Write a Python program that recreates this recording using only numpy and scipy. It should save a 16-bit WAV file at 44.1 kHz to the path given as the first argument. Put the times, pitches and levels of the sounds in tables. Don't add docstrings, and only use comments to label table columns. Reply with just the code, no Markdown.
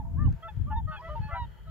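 import sys
import numpy as np
from scipy import signal
from scipy.fft import rfft, irfft
from scipy.io import wavfile
from scipy.ndimage import uniform_filter1d

SR = 44100
rng = np.random.default_rng(int(sys.argv[2]) if len(sys.argv) > 2 else 0)


def to_wav(sig):
    pcm = np.clip(np.atleast_2d(sig), -1, 1) * 32767
    pcm = np.round(pcm).astype(np.int16)
    wavfile.write(sys.argv[1], SR, pcm.T)


def how_loud(loudness_db):
    steps = np.asarray(loudness_db, float) / 20
    return 10 ** steps


N = 74970


def rms_one(x):
    return x / np.sqrt(np.mean(x ** 2) + 1e-20)


def drift(rate_hz):
    white = rng.standard_normal(N + SR)
    lowpass = signal.butter(2, rate_hz, fs=SR, output="sos")
    settled = signal.sosfilt(lowpass, white[SR - 8000:])[8000:]
    return rms_one(settled)


def coloured(points, alike):
    hz, db = np.transpose(points)
    mid, side = rng.standard_normal((2, N))
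    alike = np.clip(alike, -1, 1)
    pair = np.sqrt(1 + alike) * mid + np.sqrt(1 - alike) * side * np.array([[1], [-1]])
    grid_hz = np.fft.rfftfreq(N, 1 / SR) + 1
    gain_db = np.interp(np.log(grid_hz), np.log(np.maximum(hz, 1)), db)
    return rms_one(irfft(rfft(pair) * how_loud(gain_db), N))


def note(row, colour, crest):
    start_s, length_s, pitch_hz, level_db, glide = row
    arch, *overtones_db = colour
    crest_at, sooner = crest
    attack_s, release_s = 0.022, 0.013
    dome_db, brighten = 2.0, 1.3
    t = np.arange(N) / SR - start_s
    u = np.clip(t / length_s, 0, 1)

    sag = arch * (2 * (u - np.clip(crest_at, 0.4, 0.55))) ** 2
    bend = 1 + glide * (u - 0.5) - sag + 0.0022 * drift(27)
    phase = 2 * np.pi * np.cumsum(pitch_hz * bend) / SR

    edge = np.clip(np.minimum(t / attack_s, (length_s - t) / release_s), 0, 1)
    shimmer_db = 1.48 * drift(55)
    shape = np.sin(np.pi / 2 * edge) ** 2 * how_loud(shimmer_db)

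    flicker_db = 0.5 * drift(40)
    tones = 0
    for k, tone_db in enumerate((0, *overtones_db)):
        fall_db = dome_db * (2 * (u - crest_at + sooner * k)) ** 2 * (4.0 + brighten * k)
        own_flicker_db = k * np.roll(flicker_db, shift=k * N // 8)
        tones = tones + how_loud(tone_db - fall_db + own_flicker_db) * np.sin((k + 1) * phase + k)

    rasp = 1 + how_loud(-36) * drift(470)
    sound = np.sqrt(2) * how_loud(level_db) * shape * tones * rasp
    break_envelope = shape * how_loud(-36.5 * (u - crest_at) ** 2)
    return phase, break_envelope, sound


def hoarse_air():
    # (centre [Hz], width [Hz], level [dB])
    throat = [(1500, 700, 0.15), (2870, 950, -1.2)]
    air = 0
    for hz, width_hz, db in throat:
        band = signal.butter(3, [hz - width_hz / 2, hz + width_hz / 2], "band", fs=SR, output="sos")
        air = air + how_loud(db) * rms_one(signal.sosfilt(band, rng.standard_normal(N)))
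    return air


def swans():
    # (start [s], length [s], pitch [Hz], level [dB], glide [share])
    low_notes = [(0.161, 0.128, 603.2, -64, .01), (0.416, 0.073, 668.6, -47.5, 0.02),
                 (0.66, 0.08, 601, -60.5, 0.02), (0.864, 0.11, 623.6, -53, -0.0051),
                 (1.007, 0.107, 656.7, -47.5, 0.035), (1.079, 0.09, 611, -44, 0.055),
                 (1.276, 0.065, 580, -54, -0.0073), (1.299, 0.089, 675.6, -46, -0.014),
                 (1.321, 0.032, 634.5, -52.5, 0), (1.657, 0.36, 666, -57, .03)]
    # (pitch arch [share], 2nd, 3rd and higher overtones [dB])
    low_colour = [(0.22, 17.5, 8, -15.5, -26.5), (.05, 5.5, -7.5, -20.5, -14.5),
                  (0.18, 11.5, -15.5, -18.5, -22.5), (.01, 12.5, -2.5, -32, -21, -33.5, -19),
                  (.02, -1, -2, -25.5, -20), (.04, 0, -18, -49.5, -18), (.01, 9, 2, -12.5, -45.5),
                  (.03, 5, 0, -19, -27.5), (.01, 11.5, -4.5, -7.5, -21.5), (.03, 5.5, -11, -19, -14, -10)]
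    low_crest = [(0.5, 0.048), (0.75, 0.14), (0.37, .01), (0.35, 0.019), (0.55, .01), (0.45, 0.022),
                 (0.58, 0.0081), (.45, .01), (.5, .01), (0.37, .01)]
    # (start [s], length [s], pitch [Hz], level [dB], glide [share])
    high_notes = [(-.02, 0.059, 875, -46, -0.16), (0.047, 0.018, 918, -45.5, -0.052),
                  (0.266, 0.035, 813, -49, -.15), (0.471, 0.054, 865, -45, -0.08),
                  (0.699, 0.08, 864.7, -33.5, 0), (0.749, 0.067, 909.5, -36, -.04),
                  (0.905, 0.12, 866, -53.5, -0.079), (0.954, 0.0454, 825, -47.5, -0.09),
                  (0.98, 0.047, 982, -46, 0.08), (1.146, 0.058, 908.5, -37.5, -0.028),
                  (1.199, 0.13, 865.3, -48, 0), (1.334, 0.13, 969.2, -38.5, -.03),
                  (1.325, 0.077, 782, -44.5, -.05), (1.557, 0.0527, 871, -62.5, 0.17),
                  (0.771, 0.067, 800, -59.5, -0.36), (0.999, 0.042, 1100, -53, .1),
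                  (0.231, 0.048, 975, -66, -.01), (1.058, .05, 990, -50.5, .1)]
    # (pitch arch [share], 2nd to 5th overtone [dB])
    high_colour = [(.01, -28.5, -40.5, -34, -55.5), (0.0081, -26, -40.5, -37, -50.5),
                   (0.03, -25, -34, -29, -44), (.01, -8, -12.5, -12.5, -41), (.005, -18, -36.5, -43, -49.5),
                   (.015, -21.5, -40.5, -20.5, -42), (.005, -5.5, -6, -13.5, -16),
                   (.01, -3.5, -1.5, -1.5, -23.5), (.01, -31.5, -33, -32.5, -26.5),
                   (.005, -48, -27, -34, -35.5), (0.038, -7.5, -13, -55, -16.5),
                   (.035, -14.5, -23, -20, -50), (.005, -7.5, -12, -25.5, -54), (0.015, -13, -21, -35, -20),
                   (.01, -24, -22.5, -37, -43.5), (0.016, -27.5, -24, -39, -58),
                   (0.011, -11.5, 0.5, -15, -29.5), (0.012, -34, -31, -15.5, -33)]
    high_crest = [(0.32, -0.037), (.5, .01), (0.38, 0.022), (0.33, .01), (0.41, -0.0026), (0.33, -0.0017),
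                  (.4, 0.044), (0.24, -0.052), (.5, -0.015), (0.33, .01), (.45, 0.00025), (0.36, -0.07),
                  (.4, -.03), (.5, .01), (0.26, .01), (0.55, 0.02), (0.72, -0.0062), (0.9, 0.035)]
    breaks = [(1, 3), (2, 4), (3, 6), (6, 10), (7, 12)]
    break_db = [-59, -51.5, -50, -56.5, -58]
    hoarse_db = [-74, -80, -66, -74, -70]
    mixed_multiples = [(1, 1), (-1, 2), (2, 1), (3, 1), (1, 2), (2, 2), (4, -1), (5, -2), (3, -1), (1, 3),
                       (4, 1)]
    mixed_db = [4.5, -1.5, -14.5, -20, -23.5, -11.5, -25.5, 0, -16.5, -19, -19]

    low = [note(*parts) for parts in zip(low_notes, low_colour, low_crest)]
    high = [note(*parts) for parts in zip(high_notes, high_colour, high_crest)]
    out = sum(sound for _, _, sound in low + high)
    air = hoarse_air()
    for (i, j), tones_db, air_db in zip(breaks, break_db, hoarse_db):
        low_phase, low_envelope, _ = low[i]
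        high_phase, high_envelope, _ = high[j]
        mixed = 0
        for (a, b), db in zip(mixed_multiples, mixed_db):
            mixed = mixed + how_loud(db) * np.sin(a * low_phase + b * high_phase)
        puffs = air * (1 + 0.3 * np.sin(high_phase - low_phase))
        overlap = np.sqrt(low_envelope * high_envelope)
        out = out + overlap * (np.sqrt(2) * how_loud(tones_db) * mixed + how_loud(air_db) * puffs)
    return out


def across_field(x):
    # (frequency [Hz], density [dB per Hz])
    branches = [(500, -7), (950, -16), (1400, -11.5), (1900, -1), (2400, -36), (3100, 15), (3600, -13.5),
                (4500, 6)]
    near_t60_s, trees_t60_s, trees_delay_s = 0.08, 7.2, 0.025
    pan_db, left_lag_s = -1, 7.5e-5
    t = np.arange(N) / SR
    near = coloured([(500, 0), (5000, 0)], 0.2) * how_loud(-60 * t / near_t60_s)
    onset = np.clip(t / trees_delay_s - 1, 0, 1)
    late = coloured(branches + [(SR / 2, -40)], 0.4) * how_loud(-60 * t / trees_t60_s) * onset
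    answer = (how_loud(-14) * rms_one(near) + how_loud(-16) * rms_one(late)) / np.sqrt(N)
    left = np.interp(t - left_lag_s, t, x) * how_loud(pan_db / 2)
    right = x * how_loud(-pan_db / 2)
    return np.array([left, right]) + signal.fftconvolve(x[None], answer, axes=1)[:, :N]


def hanging():
    # (centre [Hz], width [Hz], level [dB])
    remains = [(671, 6.7, -63), (918, 34, -61)]
    t60_s = 3.5
    out = 0
    for hz, width_hz, db in remains:
        band = signal.butter(1, [hz - width_hz / 2, hz + width_hz / 2], "band", fs=SR, output="sos")
        white = rng.standard_normal((3, N))
        out = out + how_loud(db) * rms_one(signal.sosfilt(band, white[:2] + white[2]))
    return out * how_loud(-60 * np.arange(N) / SR / t60_s)


def wind():
    # (time [s], level [dB])
    gusts = [(0, -33), (.1, -36), (.19, -29.5), (0.272, -24), (0.328, -30), (.41, -53), (0.519, -43.5),
             (.58, -32.5), (.7, -33), (.86, -35), (0.929, -41.5), (1.03, -51), (1.1, -39.5), (1.221, -38.5),
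             (1.34, -45), (1.44, -37), (1.56, -51), (1.7, -40)]
    # (frequency [Hz], density [dB per Hz])
    rumble = [(8.8, -32.5), (15, -34.5), (54, 3), (74, 1), (171, -10), (251, -37), (291, -48.5),
              (378, -56.5), (500, -37), (650, -70), (1100, -120)]
    # (time [s], left height [full scale], right height [full scale], frequency [Hz])
    buffets = [(0.047, 0.013, 0.03, 85), (0.117, -0.033, 0.022, 111), (0.1466, -0.03, -0.021, 111),
               (0.1865, -0.081, -0.091, 108), (0.227, 0.113, -0.014, 93), (0.2608, -0.16, -0.26, 92),
               (0.289, 0.28, 0.18, 90), (0.314, -0.15, 0.041, 105), (0.3483, -0.057, -0.0012, 114),
               (0.5759, 0.066, 0.011, 100), (0.6169, 0.15, 0.021, 82), (0.6489, -0.023, 0.077, 74),
               (0.6741, 0.045, 0.032, 87), (0.6991, -0.04, 0.0098, 88), (0.732, -0.037, 0.018, 86),
               (0.7583, -0.027, 0.086, 63), (0.7792, -0.087, -0.078, 66), (0.8034, -0.03, 0.012, 89),
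               (0.8296, -0.035, -0.05, 91), (0.856, -0.11, -0.031, 79), (0.8976, 0.039, -0.0081, 116),
               (1.2038, -0.091, -0.016, 104), (1.2293, -0.043, 0.026, 45), (1.2526, -0.05, -0.0018, 125),
               (1.3366, 0.066, 0.012, 62), (1.4225, 0.014, 0.074, 91)]
    trim_db, pan_db = 0.5, 3
    lump_db, lump_hz = 2.5, 43
    buffet_cycles = 0.39
    t = np.arange(N) / SR
    gust_s, gust_db = np.transpose(gusts)
    level_db = np.interp(t, gust_s, gust_db) + trim_db + pan_db / 2 * np.array([[1], [-1]])
    lumps = how_loud(lump_db * np.array([drift(lump_hz), drift(lump_hz)]))

    noise = coloured(rumble, 0.2)
    noise = noise / uniform_filter1d(noise ** 2, size=2500) ** (0.23 / 2)
    out = how_loud(level_db) * rms_one(noise * lumps)

    band = signal.butter(4, [104, 271], "band", fs=SR, output="sos")
    eddies = signal.sosfilt(band, rng.standard_normal((3, N)))
    eddies = rms_one((eddies[:2] + 0.56 * eddies[2]) * lumps)
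    eddy_db = -6.5 + level_db + (1.46 - 0.5) * (level_db - level_db.max())
    out = out + how_loud(eddy_db) * eddies

    for s, left, right, hz in buffets:
        bell = np.exp(-((t - s) * hz / buffet_cycles) ** 2 / 2)
        push = bell * np.cos(2 * np.pi * hz * (t - s))
        out = out + np.array([[left], [right]]) * push
    return out


def far_flock():
    # (time [s], level [dB])
    swell = [(0, -9), (0.118, -8.5), (0.299, 3), (0.519, 2), (.64, -0.5), (.8, -11.5), (.95, 2), (1.089, 8),
             (1.352, 1.5), (1.502, 0), (1.7, -2)]
    # (frequency [Hz], density [dB per Hz])
    spectrum = [(120, -18.5), (380, -4), (600, -6.5), (950, -20.5), (1400, -7), (2000, -14.5),
                (4600, -27.5), (7000, -38), (9000, -69)]
    swell_db = np.interp(np.arange(N) / SR, *np.transpose(swell))
    return how_loud(-65 + swell_db) * coloured(spectrum, 0.3)


def hiss():
    # (frequency [Hz], density [dB per Hz])
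    spectrum = [(2470, -34), (4200, -41), (4830, 5), (6040, 6), (7060, 11), (8260, 4), (9240, 3),
                (10400, 5), (11500, 10), (15600, 9), (16100, -35)]
    level_db = -79 + np.array([[0.1], [2.5]])
    return how_loud(level_db) * coloured(spectrum, 0.02)


def tick():
    start_s, t60_s = 0.3262, 0.012
    t = np.arange(N) / SR - start_s
    burst = rng.standard_normal(N) * (t > 0) * how_loud(-60 * np.maximum(t, 0) / t60_s)
    knock = how_loud(15) * signal.sosfilt(signal.butter(2, 2300, fs=SR, output="sos"), burst)
    click = signal.sosfilt(signal.butter(4, 8500, fs=SR, output="sos"), burst)
    return how_loud(-61) * (click + knock)


def scene():
    return across_field(swans()) + hanging() + wind() + far_flock() + hiss() + tick()


def band_limit(x):
    return signal.sosfilt(signal.butter(12, 16120, fs=SR, output="sos"), x)


def record(dry):
    return band_limit(dry)


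dry = scene()
out = record(dry)
to_wav(out)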